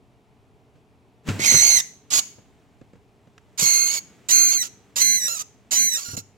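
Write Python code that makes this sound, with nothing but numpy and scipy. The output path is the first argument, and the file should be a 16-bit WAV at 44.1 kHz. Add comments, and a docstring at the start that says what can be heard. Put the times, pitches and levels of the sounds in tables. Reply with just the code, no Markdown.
"""Snake strikes a mouse in a tub.

The plastic tub booms, close by in a quiet room. The mouse's vocal folds ring its throat in six shrill
squeals that start rasping, clear to a trembling whistle and, as it tires, break into whimpers.
Bark chips rustle and knock as the coils tighten. The recorder adds faint aliasing whistles to the cries."""
import sys
import numpy as np
from scipy import signal
from scipy.fft import rfft, irfft, next_fast_len
from scipy.io import wavfile
from scipy.ndimage import uniform_filter1d

SR = 44100
rng = np.random.default_rng(int(sys.argv[2]) if len(sys.argv) > 2 else 0)


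def generate_wav(signal):
    """Clip the signal to [-1, 1] and save it as 16-bit WAV at the path in sys.argv[1]."""
    frames = np.transpose(np.atleast_2d(signal))
    scaled = np.clip(frames, -1, 1) * 32767
    pcm = np.round(scaled).astype(np.int16)
    wavfile.write(sys.argv[1], SR, pcm)


N = 280917
TIME_S = np.arange(N) / SR
TREMOR_HZ = 63.36
HALF_PER_ROUGH = 0.48  # strain doubles the period: half-pitch share per unit roughness

# squeals: t/s, length/s, attack/s, effort/dB, fade/dB, pitch/Hz, fundamental/dB, rasp/s, rasp offset/Hz,
# tremor/pitch, tremor/s, hoarseness/0-1, sag/s, sag/Hz, falter dip/dB
SQUEALS = [(1.391, 0.419, 0.034, -11, 4, 2111, 6.5, 0.079, -39.5, 0.048, 0.96, 0.13, 0.054, 212, -3),
           (2.103, 0.1, 0.0098, -14, 2.5, 2252, -3.5, 0.03, -140, 0.027, 0.6, 0.57, 0.0042, 33, 4),
           (3.575, 0.42, 0.015, -14.5, 9.5, 2133, 5, 0.07, 60.5, 0.037, 0.21, 0.22, 0.01, 10, 7),
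           (4.285, 0.35, 0.0039, -13, 10.5, 2109, 3, 0.032, -130, 0.021, 0.15, 0.11, 0.068, 163, 0.5),
           (4.957, 0.333, 0.0031, -15.5, 10, 2066, 4.5, 0.05, -130, 0.039, 0.076, 0.17, 0.13, 210, 6.5),
           (5.708, 0.27, 0.0039, -14.5, 10, 2068, -0.5, 0.065, -60, 0.02, 0.087, 0.16, 0.11, 215, 6)]
# lurches within squeals: t/s, half-width/s, pitch jump/Hz, added roughness/0-1, surge/dB
LURCHES = [(1.449, 0.016, 290, 0.35, 1.5), (1.531, 0.008, -19.5, 0.4, -5), (1.593, 0.018, -85, 0.01, -1.5),
           (1.668, 0.04, 95.5, 0.08, 0), (1.793, 0.015, 23, 0.47, -7), (3.603, 0.016, 259, 0.06, 2.5),
           (3.879, 0.008, 12, 0.34, -1), (3.95, 0.044, 126, 0.56, -2), (4.489, 0.024, -25, 0.06, -0.5),
           (4.535, 0.018, 65.5, 0.38, -1.5), (4.98, 0.022, -49.5, 0, -2), (5.02, 0.008, 21, 0.05, 3.5),
           (5.215, 0.02, -45, 0.07, 0.5), (5.264, 0.012, 31, 0.06, 1.5), (5.932, 0.015, -9, 0.08, 0.5)]
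# whimpers: t/s, length/s, effort/dB, fade/dB, pitch/Hz, sag/Hz, roughness/0-1
WHIMPERS = [(4.627, 0.058, -28.5, 17, 1412, 90, 0.68), (5.28, 0.112, -25.5, 7.5, 1369, 261, 0.3),
            (5.39, 0.038, -27, 7.5, 1224, 60, 0.54), (5.972, 0.027, -27, 3, 1403, 237, 0.52),
            (5.995, 0.062, -33, 6.5, 1132, 70, 0.54), (6.048, 0.11, -35, 3.5, 1439, 110, 0.45),
            (6.166, 0.05, -28.5, 22, 1357, 90, 0.5)]
# throat and mouth response: f/Hz, level/dB
THROAT = [(1000, -21), (1400, -18), (2100, -21.5), (2800, -14), (3500, -13), (4250, -6), (5000, -11.5),
          (6300, 3), (7400, -2), (8300, -14.5), (9200, -19), (11700, -14), (15500, -20)]
# breath through the mouth: f/Hz, level/dB
BREATH = [(300, -23), (1200, -13.5), (2000, -17.5), (2900, -10.5), (3800, -9.5), (5200, -6.5), (6000, -21),
          (6900, -3.5), (7700, -8), (8700, -18), (11000, -17), (15500, -25)]
# recorder aliasing of the cries: harmonic number, mirror f/Hz
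ALIASES = [(3, 6000), (4, 6000), (5, 12000)]
# weight per alias: level/dB
ALIAS_DB = [-28.5, -20, -22.5]
# cries, left minus right: f/Hz, level/dB
BALANCE = [(500, -9.5), (2000, -4.5), (3300, -9.5), (4150, -10.5), (5700, -3.5), (6500, -7.5), (7600, -9),
           (9000, -9.5), (10200, -3.5), (11600, 15.5), (13000, -0.5), (14500, 6)]
# microphone moves closer: start t/s, end t/s
MOVE_IN_S = [2.4, 3.4]
# bodies hitting the tub: t/s, boom/dB, knock/dB, crackle/dB, bedding t60/s
BUMPS = [(0.753, -67, -51.5, -65, 0.15), (1.286, -19.5, -22.5, -24.5, 0.11),
         (1.394, -35.5, -20.5, -52, 0.061), (1.517, -40, -19.5, -27, 0.057), (1.539, -37, -22, -24.5, .12),
         (2.382, -72.5, -36.5, -83.5, 0.065), (2.812, -53.5, -33.5, -56, 0.055),
         (2.932, -61, -41, -55, 0.053), (2.953, -76, -43, -59.5, 0.065),
         (3.27, -64.5, -39.5, -57.5, 0.0397), (3.379, -60, -66.5, -36, 0.017),
         (3.622, -45, -24.5, -39, 0.1), (6.085, -41.5, -41.5, -45, 0.11), (6.132, -35.5, -29, -51, 0.12),
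         (6.173, -59.5, -25, -62, 0.052)]
# tub floor modes: f/Hz, level/dB, t60/s
TUB_MODES = [(99, 0, .37), (140, -17, .14)]
# bark chip spectra: f/Hz, level/dB
KNOCK = [(60, -15.5), (135, 10), (310, -3.5), (480, -3.5), (750, -19.5), (1500, -25), (4000, -50.5),
         (16000, -68)]
CRACKLE = [(200, -0.5), (700, -4.5), (1400, 9), (3000, 2), (5000, -4.5), (7500, -4), (10000, -23.5),
           (16000, -27.5)]
RUSTLE = [(50, -23.5), (160, 12), (420, -1), (800, -7), (2400, -8.5), (5000, -18.5), (7500, -16),
          (10000, -29), (16000, -29.5)]
# lunge, then coils: peak t/s, level/dB, rise/(dB/s), fade/(dB/s)
SLIDES = [(1.278, -31, 900, 52), (2.2, -57.5, 71.5, 17.5), (3.8, -54.5, 36.5, 4.5)]
# room decay: f/Hz, t60/s
ROOM_T60 = [(200, 0.17), (1300, 0.21), (3500, 0.51), (6500, 0.39), (13000, 0.39)]
# room colour of the cries: f/Hz, level/dB
ROOM_COLOUR = [(2000, 9), (3000, 3), (4200, -5), (5200, 3.5), (6500, 3.5), (14000, -5.5)]
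# room air spectrum: f/Hz, level/dB
AIR = [(15, -44), (25, -17), (123, 0.89), (157, -10), (285, -7), (309, -15), (439, -7), (531, -23),
       (575, -16), (734, -15), (1650, -29), (2350, -27), (4870, -37), (7510, -40), (16000, -51)]
# room air, left to right: f/Hz, coherence (clipped to 0-1)
AIR_COHERENCE = [(60, -1.9), (180, 1), (550, 0.97), (1650, 0.03), (4970, 0.78), (15000, 0.47)]


def squeal(s, length_s, attack_s, effort_db, fade_db, pitch_hz, fundamental_db, rasp_s, offset_hz,
           tremor, tremor_s, hoarse, sag_s, sag_hz, falter_db):
    """A cry starts rasping, clears to a trembling whistle, steadies as it tires, sags and breaks."""
    t = np.arange(0, length_s, 1 / SR)
    rasping = np.exp(-(t / rasp_s) ** 6)
    sag = np.clip(1 - (length_s - t) / sag_s, 0, 1)
    breaking = 0.67 * np.exp((t - length_s) / 0.008)
    hz = pitch_hz + offset_hz * rasping - sag_hz * (sag + breaking)
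    trembling = bell(t, 0, tremor_s)
    strain = hoarse * (0.51 + 0.49 * trembling)
    level_db = effort_db - 17.5 * np.exp(-t / attack_s) - 4.5 * rasping - fade_db * (t / length_s) ** 2
    level_db -= falter_db * bell(sag, centre=0.35, width=0.16)
    for at_s, width_s, jump_hz, crack, surge_db in LURCHES:
        lurch = bell(s + t, at_s, width_s)
        hz += jump_hz * lurch
        strain += crack * lurch
        level_db += surge_db * lurch
    rough = strain + 0.75 * (1 - hoarse) * bell(t, 0, .8 * rasp_s)
    half_pitch = np.clip(rasping + HALF_PER_ROUGH * strain, 0, 1)
    return s, voice(s, level_db, hz, 0.004 + tremor * trembling, rough, half_pitch, fundamental_db)


def whimper(s, length_s, effort_db, fade_db, pitch_hz, sag_hz, rough):
    """The last of the air drives a lower register that quavers, droops and fades."""
    progress = np.arange(0, length_s, 1 / SR) / length_s
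    quaver = 1 + 0.0414 * rough * wander(len(progress), hz=35.1)
    hz = (pitch_hz - sag_hz * progress ** 4) * quaver
    level_db = effort_db - fade_db * progress ** 2
    return s, voice(s, level_db, hz, tremor=0.024 * rough, rough=rough,
                    half_pitch=HALF_PER_ROUGH * rough, fundamental_db=7.5)


def voice(s, effort_db, hz, tremor, rough, half_pitch, fundamental_db, onset_s=0.0015, release_s=0.007):
    """Trembling vocal folds ring the throat, air rasps past in puffs; recorder aliasing is mixed in."""
    rough, count = np.clip(rough, 0, 1), len(hz)
    t = s + np.arange(count) / SR
    tremor_rad = 2 * np.pi * np.cumsum(TREMOR_HZ * (1 + .22 * wander(count, 40))) / SR
    swing = np.sin(tremor_rad) - 0.36 * np.sin(2 * tremor_rad)  # slow climb, fast drop
    jitter = .04 * rough * wander(count, 300) + (.035 * rough + .4 * tremor) * wander(count, 1400)
    hz = hz * (1 + tremor * swing + jitter)
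    cycles = np.cumsum(hz) / SR

    def partial(k):
        shimmer_db = min(k, 5) * (.4 + .6 * rough + 6 * tremor) * wander(count, 110)
        return from_db(shimmer_db) * np.cos(2 * np.pi * k * cycles) * (k * hz < SR / 2)

    seized_db = 21.5 * bell(t, SQUEALS[0][0], 0.082)  # stronger fundamental when first seized
    folds = from_db(fundamental_db + seized_db) * partial(1) + sum(partial(k) for k in range(2, 15))
    # alternating strong and weak cycles put lines between the harmonics
    folds += sum(np.maximum(half_pitch, 0.045 * k) * partial(k + .5) for k in range(15))
    tone = colour(folds, THROAT)
    tone /= np.sqrt(abs(uniform_filter1d(tone ** 2, size=400)) + 1e-12)  # running rms to 1
    tone += aliasing(t, cycles) * from_db(0.06 * (effort_db + 32)) * (1 - rough)
    puffs = (1 + .5 * np.cos(np.pi * cycles)) * rng.standard_normal(count)
    breath_share = np.clip(from_db(-33) + rough * (1 + rough) / 2, 0, 1)
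    sound = np.sqrt(1 - breath_share ** 2) * tone + breath_share * unit(colour(puffs, BREATH))
    flutter_db = (0.4 + 18 * tremor) * np.sin(tremor_rad + 1.6) + 1.8 * rough * wander(count, 200)
    gate = np.clip((t - s) / onset_s, 0, 1) * np.clip((t[-1] - t) / release_s, 0, 1)
    return from_db(effort_db + flutter_db) * sound * gate


def aliasing(t, cycles):
    """The recorder folds harmonics down into faint whistles that glide with and against the pitch."""
    return sum(from_db(db) * np.cos(2 * np.pi * (k * cycles - mirror_hz * t))
               for (k, mirror_hz), db in zip(ALIASES, ALIAS_DB))


def at_ports(s, cry, far_lag_s=0.000355, near_lag_s=0.0004117):
    """Two microphone ports colour a cry differently; the left lags more at close range."""
    hz = np.fft.rfftfreq(SR, 1 / SR)
    ratio = from_db(read(BALANCE, hz))
    lag_s = np.interp(s, MOVE_IN_S, [far_lag_s, near_lag_s])
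    ports = np.array([ratio * np.exp(-2j * np.pi * hz * lag_s), np.ones(len(hz))])
    ports *= np.sqrt(2 / (1 + ratio ** 2))
    shade = from_db(-5 * (s < 3) * (hz / 14000) ** 2)  # early, farther cries lose treble
    return irfft(rfft(cry, SR) * shade * ports, SR)[:, :SR * 3 // 4]


def bump(boom_db, knock_db, crackle_db, bedding_t60_s, rise_s=0.0014):
    """A body lands: the tub floor booms, the bedding knocks and crackles."""
    t = np.arange(SR // 2) / SR
    decay = lambda t60_s: np.exp(-np.log(1000) * t / t60_s)
    boom = sum(from_db(db) * decay(t60_s) * np.sin(2 * np.pi * hz * t) for hz, db, t60_s in TUB_MODES)
    bedding = from_db(knock_db) * chips(len(t), KNOCK) + from_db(crackle_db) * chips(len(t), CRACKLE)
    return from_db(boom_db) * boom + bedding * decay(bedding_t60_s) * (1 - np.exp(-t / rise_s))


def slide():
    """Scales slide through the chips; each move swells and dies away."""
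    envelope = sum(from_db(db - np.maximum(rise * (s - TIME_S), fade * (TIME_S - s)))
                   for s, db, rise, fade in SLIDES)
    return envelope * chips(N, RUSTLE, per_s=20000, spread_db=2)


def chips(count, spectrum, per_s=9000, spread_db=3.0):
    """Many tiny snaps of bark, partly shared by both ports."""
    snaps = rng.standard_normal((3, count)) * (rng.random((3, count)) < per_s / SR)
    snaps *= from_db(spread_db * np.minimum(rng.exponential(1, (3, count)), 4))
    return unit(colour(snaps[:2] + 2 * snaps[2], spectrum))


def echoes(x, t60_points, start_s, per_s=4000):
    """Sparse reflections of random sign; each band decays at its own rate."""
    taps = rng.choice([-1., 1.], (2, SR)) * (rng.random((2, SR)) < per_s / SR)
    taps *= np.arange(SR) > start_s * SR
    hz, t, bands = signal.stft(taps, SR, nperseg=128)
    decay = from_db(-60 * t / read(t60_points, hz)[:, None])
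    tail = signal.istft(bands * decay, SR, nperseg=128)[1]
    return signal.fftconvolve(x, tail / np.linalg.norm(tail, axis=1, keepdims=True), axes=1)[:, :N]


def air(level_db=-57.5):
    """Steady low room noise, nearly alike on both sides in the upper bass."""
    hz = np.fft.rfftfreq(N, 1 / SR)
    left, independent = rfft(rng.standard_normal((2, N)))
    shared = np.sqrt(np.clip(read(AIR_COHERENCE, hz), 0, 1))
    pair = np.array([left, shared * left + np.sqrt(1 - shared ** 2) * independent])
    return from_db(level_db) * unit(irfft(pair * from_db(read(AIR, hz)), N))


def from_db(db):
    """Decibels to gain."""
    return 10 ** (np.asarray(db) / 20)


def unit(x):
    """Scales to rms 1."""
    return x / np.sqrt(np.mean(x ** 2) + 1e-20)


def bell(t, centre, width):
    """Gaussian of height 1."""
    return np.exp(-((t - centre) / width) ** 2)


def read(points, hz):
    """Interpolates a table over log frequency."""
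    table_hz, value = np.transpose(points)
    return np.interp(np.log(hz + 1), np.log(table_hz + 1), value)


def add(mix, s, sound):
    """Mixes a sound in at time s."""
    part = mix[..., round(s * SR):][..., :sound.shape[-1]]
    part += sound[..., :part.shape[-1]]


def colour(x, points, size=1024):
    """Minimum-phase filter with the given spectrum."""
    log_gain = np.log(from_db(read(points, abs(np.fft.fftfreq(size, 1 / SR)))))
    taps = np.fft.ifft(np.exp(np.conj(signal.hilbert(log_gain)))).real
    return signal.lfilter(taps[:size // 2], [1], x)


def wander(count, hz):
    """Smooth, bounded random motion, mostly below hz."""
    size = next_fast_len(count, True)
    rolloff = (1 + (np.fft.rfftfreq(size, 1 / SR) / hz) ** 2) ** 2
    drift = irfft(rfft(rng.standard_normal(size)) / rolloff, size)
    return unit(np.tanh(unit(drift)))[:count]


def scene(far_room_db=-19.5, near_room_db=-22, bedding_room_db=-18, walls_db=-8):
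    """Mouse, bedding, close tub walls and the room around them."""
    mouse, in_tub, bedding = np.zeros(N), np.zeros((2, N)), slide()
    for s, cry in [squeal(*row) for row in SQUEALS] + [whimper(*row) for row in WHIMPERS]:
        direct = at_ports(s, cry)
        # mouse and microphone move, so the walls answer each cry differently
        walls = echoes(direct, t60_points=[(500, .04), (10000, .03)], start_s=.0015)
        add(mouse, s, cry)
        add(in_tub, s, direct)
        add(in_tub, s, from_db(walls_db) * walls)
    for s, *impact in BUMPS:
        add(bedding, s, bump(*impact))
    wet = from_db(np.interp(TIME_S, MOVE_IN_S, [far_room_db, near_room_db]))
    # the boom stays in the tub; knocks and crackle reach the room
    spill = signal.sosfilt(signal.butter(2, 200, "highpass", fs=SR, output="sos"), bedding)
    to_room = wet * colour(mouse, ROOM_COLOUR) + from_db(bedding_room_db) * spill
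    return in_tub + bedding + echoes(to_room, ROOM_T60, start_s=0.0098) + air()


def record(dry, ceiling=0.88, cutoff_hz=16150):
    """Hard ceiling, then band limit."""
    low_pass = signal.firwin(511, cutoff_hz, window=("kaiser", 8), fs=SR)
    return signal.oaconvolve(np.clip(dry, -ceiling, ceiling), low_pass[None], "same")


dry = scene()
out = record(dry)
generate_wav(out)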